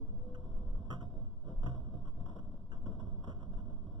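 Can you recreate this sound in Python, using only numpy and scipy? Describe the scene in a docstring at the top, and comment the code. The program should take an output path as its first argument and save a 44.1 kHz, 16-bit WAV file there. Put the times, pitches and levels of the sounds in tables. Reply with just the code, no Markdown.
"""A fallen plastic bottle rocks, rolls and knocks on wet asphalt in slow motion while foam drips onto it.
Slowed ten times, its thin shell gives dull clacks and its hollow body booms. Drips splat, foam
fizzes and one fat blob plops. Street and breeze sink to a rumble, with two faint fading tones
and a far whistle at the start. The slow playback leaves faint mirror images of the clacks and
splashes in the treble."""
import sys
import numpy as np
from scipy import signal
from scipy.fft import rfft, irfft
from scipy.io import wavfile
from scipy.ndimage import uniform_filter1d

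SR = 44100
rng = np.random.default_rng(int(sys.argv[2]) if len(sys.argv) > 2 else 0)


def dump(signal):
    """Clip the signal to [-1, 1] and save it as 16-bit WAV at the path in sys.argv[1]."""
    limited = np.clip(np.atleast_2d(signal).T, -1, 1)
    pcm = np.round(limited * 32767).astype(np.int16)
    wavfile.write(sys.argv[1], SR, pcm)


N = 176400


def gain(db):
    """Turn decibels into a number to multiply by."""
    return 10 ** (np.asarray(db) / 20)


def normalize(x):
    """Scale a sound to an average power of 1."""
    return x / np.sqrt(np.mean(x ** 2) + 1e-30)


def seconds():
    """The time of every sample."""
    return np.arange(N) / SR


def over_pitch(rows):
    """Join (pitch_hz, value) rows into a curve with a value for every frequency."""
    hz, value = np.array(rows).T
    all_hz = np.maximum(np.arange(N // 2 + 1) * SR / N, 1)
    return np.interp(np.log(all_hz), np.log(hz), value)


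def noise(colour):
    """Noise with a given colour: how strong its low and high pitches are."""
    spectrum = rfft(rng.standard_normal(N)) * gain(over_pitch(colour))
    return normalize(irfft(spectrum, N))


def envelope(start_s, rise_s, fade_s, hold_s=0):
    """A loudness shape that rises, holds, then falls by 60 dB every fade_s."""
    age = seconds() - start_s
    fading_for = np.maximum(age - rise_s - hold_s, 0)
    return np.clip(age / rise_s, 0, 1) * np.exp(-np.log(1000) * fading_for / fade_s)


def swell(peak_s, half_length_s):
    """A smooth, bell-shaped rise and fall."""
    return np.exp(-((seconds() - peak_s) / half_length_s) ** 2)


def burst(source, shape):
    """Cut a piece out of a noise; the shape alone sets its energy."""
    piece = source * shape
    return piece * np.sqrt(np.sum(shape ** 2) / (np.sum(piece ** 2) + 1e-30))


# Colour of the street's rumble: pitch_hz, level_db
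STREET_COLOUR = [(15, 0.5), (30, -1.5), (60, -0.5), (90, 1.5), (140, -10), (195, -4), (280, -13),
                 (400, -20), (520, -25), (660, -18.5), (820, -24.5), (1000, -24.5), (1300, -38),
                 (1550, -35), (1800, -56.5)]
# How loud the street and the fizz are as time passes: time_s, level_db
BACKGROUND_LEVELS = [(0, -50), (0.5, -47), (0.85, -46), (1.08, -49.5), (1.2, -47), (1.38, -55.5),
                     (1.48, -50.5), (1.8, -45), (2.05, -49.5), (2.13, -53.5), (2.2, -46.5), (2.52, -51),
                     (2.65, -53.5), (2.85, -48), (3.08, -44), (3.2, -48), (3.7, -47), (3.8, -49.5),
                     (4, -46)]
# Colour of a dull, low noise, also used for drips, rolls and the plop: pitch_hz, level_db
THUD_COLOUR = [(70, -12.5), (160, 7), (260, 1), (420, -8.5), (650, -6), (900, -28.5), (1600, -55)]
def street_rumble():
    """The street rumbles unevenly; a little of the low noise differs between left and right."""
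    all_around = gain(-16) * np.array([noise(THUD_COLOUR), noise(THUD_COLOUR)])
    return (noise(STREET_COLOUR) + all_around) * background_gain()


def background_gain():
    """The slow rise and fall that street and fizz share."""
    return gain(np.interp(seconds(), *np.array(BACKGROUND_LEVELS).T))


# Colour of a wet noise, also used for drips, rolls and the plop: pitch_hz, level_db
SPLASH_COLOUR = [(300, -23), (620, 1), (850, -0.5), (1050, 3.5), (1300, -6), (1500, -4.5), (1750, -8),
                 (2000, -16.5)]
def foam_fizz(pops_per_s=140, spread_db=2, against_street_db=-22.5):
    """Tiny bubbles burst at random, a few stronger than the rest."""
    pops = rng.random(N) < pops_per_s / SR
    strengths = gain(spread_db * np.minimum(rng.exponential(size=N), 2))
    loudness = signal.fftconvolve(pops * strengths, envelope(0, rise_s=0.012, fade_s=0.051))[:N]
    return gain(against_street_db) * normalize(loudness * noise(SPLASH_COLOUR)) * background_gain()


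# Colour of steadily drifting air: pitch_hz, level_db
BREEZE_COLOUR = [(3, -8.5), (8, 10), (16, -4), (30, -13.5), (60, -25.5), (120, -32), (300, -85)]
# Colour of a puff of air: pitch_hz, level_db
PUFF_COLOUR = [(8, -18.5), (18, 9), (27, 3.5), (40, -6.5), (70, -15.5), (150, -59), (600, -89)]
# Puffs hitting the microphones: peak_s, half_length_s, level_db
AIR_PUFFS = [(0.57, 0.053, -34), (0.719, 0.082, -33), (1.177, 0.036, -37), (1.619, 0.073, -30.5),
             (3.569, 0.058, -38)]
def breeze():
    """Air drifts over each microphone on its own; stronger puffs push both together."""
    air = noise(PUFF_COLOUR)
    puffs = sum(gain(db) * burst(air, swell(peak_s, half_s)) for peak_s, half_s, db in AIR_PUFFS)
    return puffs + gain(-40.5) * np.array([noise(BREEZE_COLOUR), noise(BREEZE_COLOUR)])


# Tones heard at the start: pitch_hz, level_db
LOW_TONES = [(280, -52.5), (441, -57)]
def fading_tones():
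    """Two faint low tones die away."""
    tones = sum(gain(db) * np.sin(2 * np.pi * hz * seconds()) for hz, db in LOW_TONES)
    return tones * envelope(0, rise_s=0.003, fade_s=0.63)


# How loud the whistle is as time passes: time_s, level_db
WHISTLE_LEVELS = [(0.079, -70.5), (0.199, -64.5), (0.271, -55), (0.369, -53.5), (0.449, -70), (0.501, -70),
                  (0.559, -63.5), (0.72, -66), (0.9, -71.5)]
def far_whistle(pitch_hz=497, waver_depth=0.0025):
    """A thin, nearly pure tone wavers a little as it swells and fades."""
    drift = uniform_filter1d(rng.standard_normal(N), size=2000)
    waver = normalize(uniform_filter1d(drift, size=2000))
    hz = pitch_hz * (1 + waver_depth * waver)
    tone = np.sin(2 * np.pi * np.cumsum(hz) / SR)
    times, db = np.array(WHISTLE_LEVELS).T
    return normalize(tone) * np.interp(seconds(), times, gain(db), left=0, right=0)


# Colour of the shell's clack: pitch_hz, level_db
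CLACK_COLOUR = [(200, -10), (600, -6.5), (900, -7), (1080, -5), (1190, -4), (1330, -7), (1550, -7.5),
                (1750, -5), (2000, -8)]
# The tones the bottle rings with: pitch_hz, level_db, fade_s
BOTTLE_TONES = [(71.6, -3.5, 0.37), (128.1, 1.5, .48), (175.8, -4.5, 0.28), (242.7, -7, 0.18),
                (302.2, -6.5, .17), (360.6, -11, 0.12), (508.6, -13, 0.18), (643, -13, 0.091),
                (697, -12, 0.41), (1033, -14, 0.23), (1169, -12.5, .15), (1467, -13.5, 0.13),
                (1578, -12, .17)]
# Knocks, ticks and softer bumps: start_s, clack_db, body_db, struck_spot_hz
BOTTLE_KNOCKS = [(0.345, -52, -56.5, 1487), (0.902, -36, -41.5, 1255), (0.924, -41, -46.5, 1183),
                 (1.006, -53, -44.5, 1394), (1.629, -47, -42.5, 978), (1.660, -41.5, -38, 1005),
                 (1.935, -62, -42.5, 1200), (2.172, -75, -48.5, 1190), (2.716, -50.5, -59, 1573),
                 (3.314, -55, -58.5, 1406)]
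def bottle_knocks(shell_above_hz=900, pitch_spread=0.0069):
    """The thin shell clacks on the grit, the struck spot rings briefly and the body booms."""
    t, shell, out = seconds(), noise(CLACK_COLOUR), 0
    for start_s, clack_db, body_db, spot_hz in BOTTLE_KNOCKS:
        clack = burst(shell, envelope(start_s, rise_s=0.003, hold_s=0.004, fade_s=0.06))
        out += gain(clack_db + 4.5) * clack
        for hz, db, fade_s in BOTTLE_TONES + [(spot_hz, -1.5, 0.06)]:
            hz *= 1 + pitch_spread * rng.standard_normal()
            ring = np.sin(2 * np.pi * hz * (t - start_s))
            strike_db = clack_db if hz > shell_above_hz else body_db + 1
            out += gain(strike_db + db) * ring * envelope(start_s, rise_s=0.003, fade_s=fade_s)
    return out


# Drips landing, each timed at the middle of its rise: time_s, splash_db, thud_db
DRIP_LANDINGS = [(0.4493, -61.5, -48.5), (0.6773, -61.5, -48.5), (1.0216, -49.5, -46.5),
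                 (1.6886, -49.5, -48), (1.713, -57.5, -53), (1.7468, -52.5, -55), (2.0498, -52.5, -53),
                 (2.071, -56, -47.5), (2.199, -58, -58), (2.2567, -49.5, -67.5), (2.2827, -51.5, -48.5),
                 (2.31, -60, -51), (2.358, -52, -43.5), (2.383, -53, -57), (2.7276, -50.5, -49),
                 (2.7597, -60.5, -56.5), (2.89, -57, -42.5), (2.915, -59, -49.5), (2.996, -47, -56.5),
                 (3.2359, -47, -53), (3.273, -47, -40.5), (3.2952, -50.5, -46), (3.399, -55.5, -51),
                 (3.4217, -52.5, -55.5), (3.527, -54.5, -55), (3.582, -52.5, -57.5), (3.8656, -60, -50)]
def foam_drips(rise_s=0.012, hold_s=0.0029):
    """Each drop spreads out with a short splash and a soft thud."""
    splash, thud, out = noise(SPLASH_COLOUR), noise(THUD_COLOUR), 0
    for time_s, splash_db, thud_db in DRIP_LANDINGS:
        start_s = time_s - rise_s / 2
        out += gain(splash_db) * burst(splash, envelope(start_s, rise_s, fade_s=0.11, hold_s=hold_s))
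        out += gain(thud_db) * burst(thud, envelope(start_s, rise_s, fade_s=0.099, hold_s=hold_s))
    return gain(-3) * out


# Short rolls of the bottle: peak_s, half_length_s, scrape_db, rumble_db
BOTTLE_ROLLS = [(1.166, .05, -73, -51), (1.499, 0.046, -59, -47), (2.482, 0.021, -70, -52.5),
                (2.54, 0.028, -67.5, -53.5), (3.707, 0.028, -65, -53)]
def bottle_rolls(grains_per_s=110, roughness_db=1.5):
    """The bottle turns on the wet grit: a soft, uneven scrape and rumble swell and fade."""
    bumps = uniform_filter1d(rng.standard_normal(N), size=int(SR / grains_per_s))
    grit = gain(roughness_db * normalize(bumps))
    scrape, rumble, out = noise(SPLASH_COLOUR) * grit, noise(THUD_COLOUR) * grit, 0
    for peak_s, half_s, scrape_db, rumble_db in BOTTLE_ROLLS:
        shape = swell(peak_s, half_s)
        out += gain(scrape_db) * burst(scrape, shape) + gain(rumble_db) * burst(rumble, shape)
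    return out


def foam_plop(start_s=2.858, from_hz=1004, to_hz=184.4, fall_s=0.0042):
    """A fat blob splashes and flattens: its pitch drops fast and ends in an uneven wobble."""
    age = np.maximum(seconds() - start_s, 0)
    hz = to_hz + (from_hz - to_hz) * np.exp(-age / fall_s)
    rough_tone = np.sin(2 * np.pi * np.cumsum(hz) / SR) + 0.86 * noise(THUD_COLOUR)
    plop = rough_tone * envelope(start_s, rise_s=0.014, fade_s=0.058)
    splash = burst(noise(SPLASH_COLOUR), envelope(start_s, rise_s=0.003, hold_s=0.0029, fade_s=0.11))
    return gain(-39) * plop + gain(-50) * splash


def soft_echo(sound, width=0.056):
    """Ground and surroundings scatter the sound into a short tail, nearly the same in both ears."""
    tails = rng.standard_normal(N) + width * rng.standard_normal((2, N))
    tails *= envelope(0, rise_s=0.0034, fade_s=0.33)
    tails /= np.sqrt(np.sum(tails ** 2, axis=1, keepdims=True))
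    return gain(-11) * signal.fftconvolve(sound[None], tails, axes=1)[:, :N]


# How far the right microphone's wave runs ahead of the left's: pitch_hz, lead_radians
RIGHT_LEAD = [(30, .2), (90, .7), (215, 0), (330, -.6), (430, -.55), (560, 0), (635, -.05), (720, -1.05),
              (800, -3.1), (845, -3.1), (935, -1.4), (1200, .05), (1400, 1.05), (1720, 3.1), (1800, 3.2),
              (2000, 3.4)]
# How much louder the left microphone is than the right: pitch_hz, difference_db
LEFT_BALANCE = [(30, -0.5), (65, -6.5), (130, -2), (250, 0.5), (1200, -1.6)]
def two_microphones(sound):
    """Two microphones hear the sound with a lag and a balance that depend on pitch."""
    left = gain(over_pitch(LEFT_BALANCE) / 2) * np.exp(-0.5j * over_pitch(RIGHT_LEAD))
    right = 1 / left
    return irfft(rfft(sound) * np.array([left, right]), N)


def scene():
    """Bottle and drips close by, over street, fizz, faint tones and breeze."""
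    background = street_rumble() + foam_fizz() + fading_tones() + far_whistle()
    near = bottle_knocks() + foam_drips() + bottle_rolls() + foam_plop()
    return two_microphones(background + near + soft_echo(near)) + breeze()


# Colour of a faint, steady hiss: pitch_hz, level_db
HISS_COLOUR = [(2500, -12), (4300, -1.5), (6500, -12.5), (14000, -13.5)]
def record(dry, slowdown=10, slowed_top_hz=1920, mirror_above_hz=560, top_hz=14900):
    """Slow playback joins widely spaced samples by straight lines, mirroring sound into the treble."""
    t = seconds()
    faded_in = dry * np.clip(t / 0.01, 0, 1)
    dull = signal.sosfilt(signal.ellip(8, 0.3, 60, slowed_top_hz, fs=SR, output="sos"), faded_in)
    upper = signal.sosfiltfilt(signal.butter(4, mirror_above_hz, "high", fs=SR, output="sos"), dull)
    # The corners between the straight lines make the faint mirror images.
    joined = np.array([np.interp(t, t[::slowdown], side[::slowdown]) for side in upper])
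    hiss = gain(-92) * np.array([noise(HISS_COLOUR), noise(HISS_COLOUR)])
    playback = dull - upper + joined + hiss
    return signal.sosfilt(signal.ellip(8, 0.2, 70, top_hz, fs=SR, output="sos"), playback)


dry = scene()
out = record(dry)
dump(out)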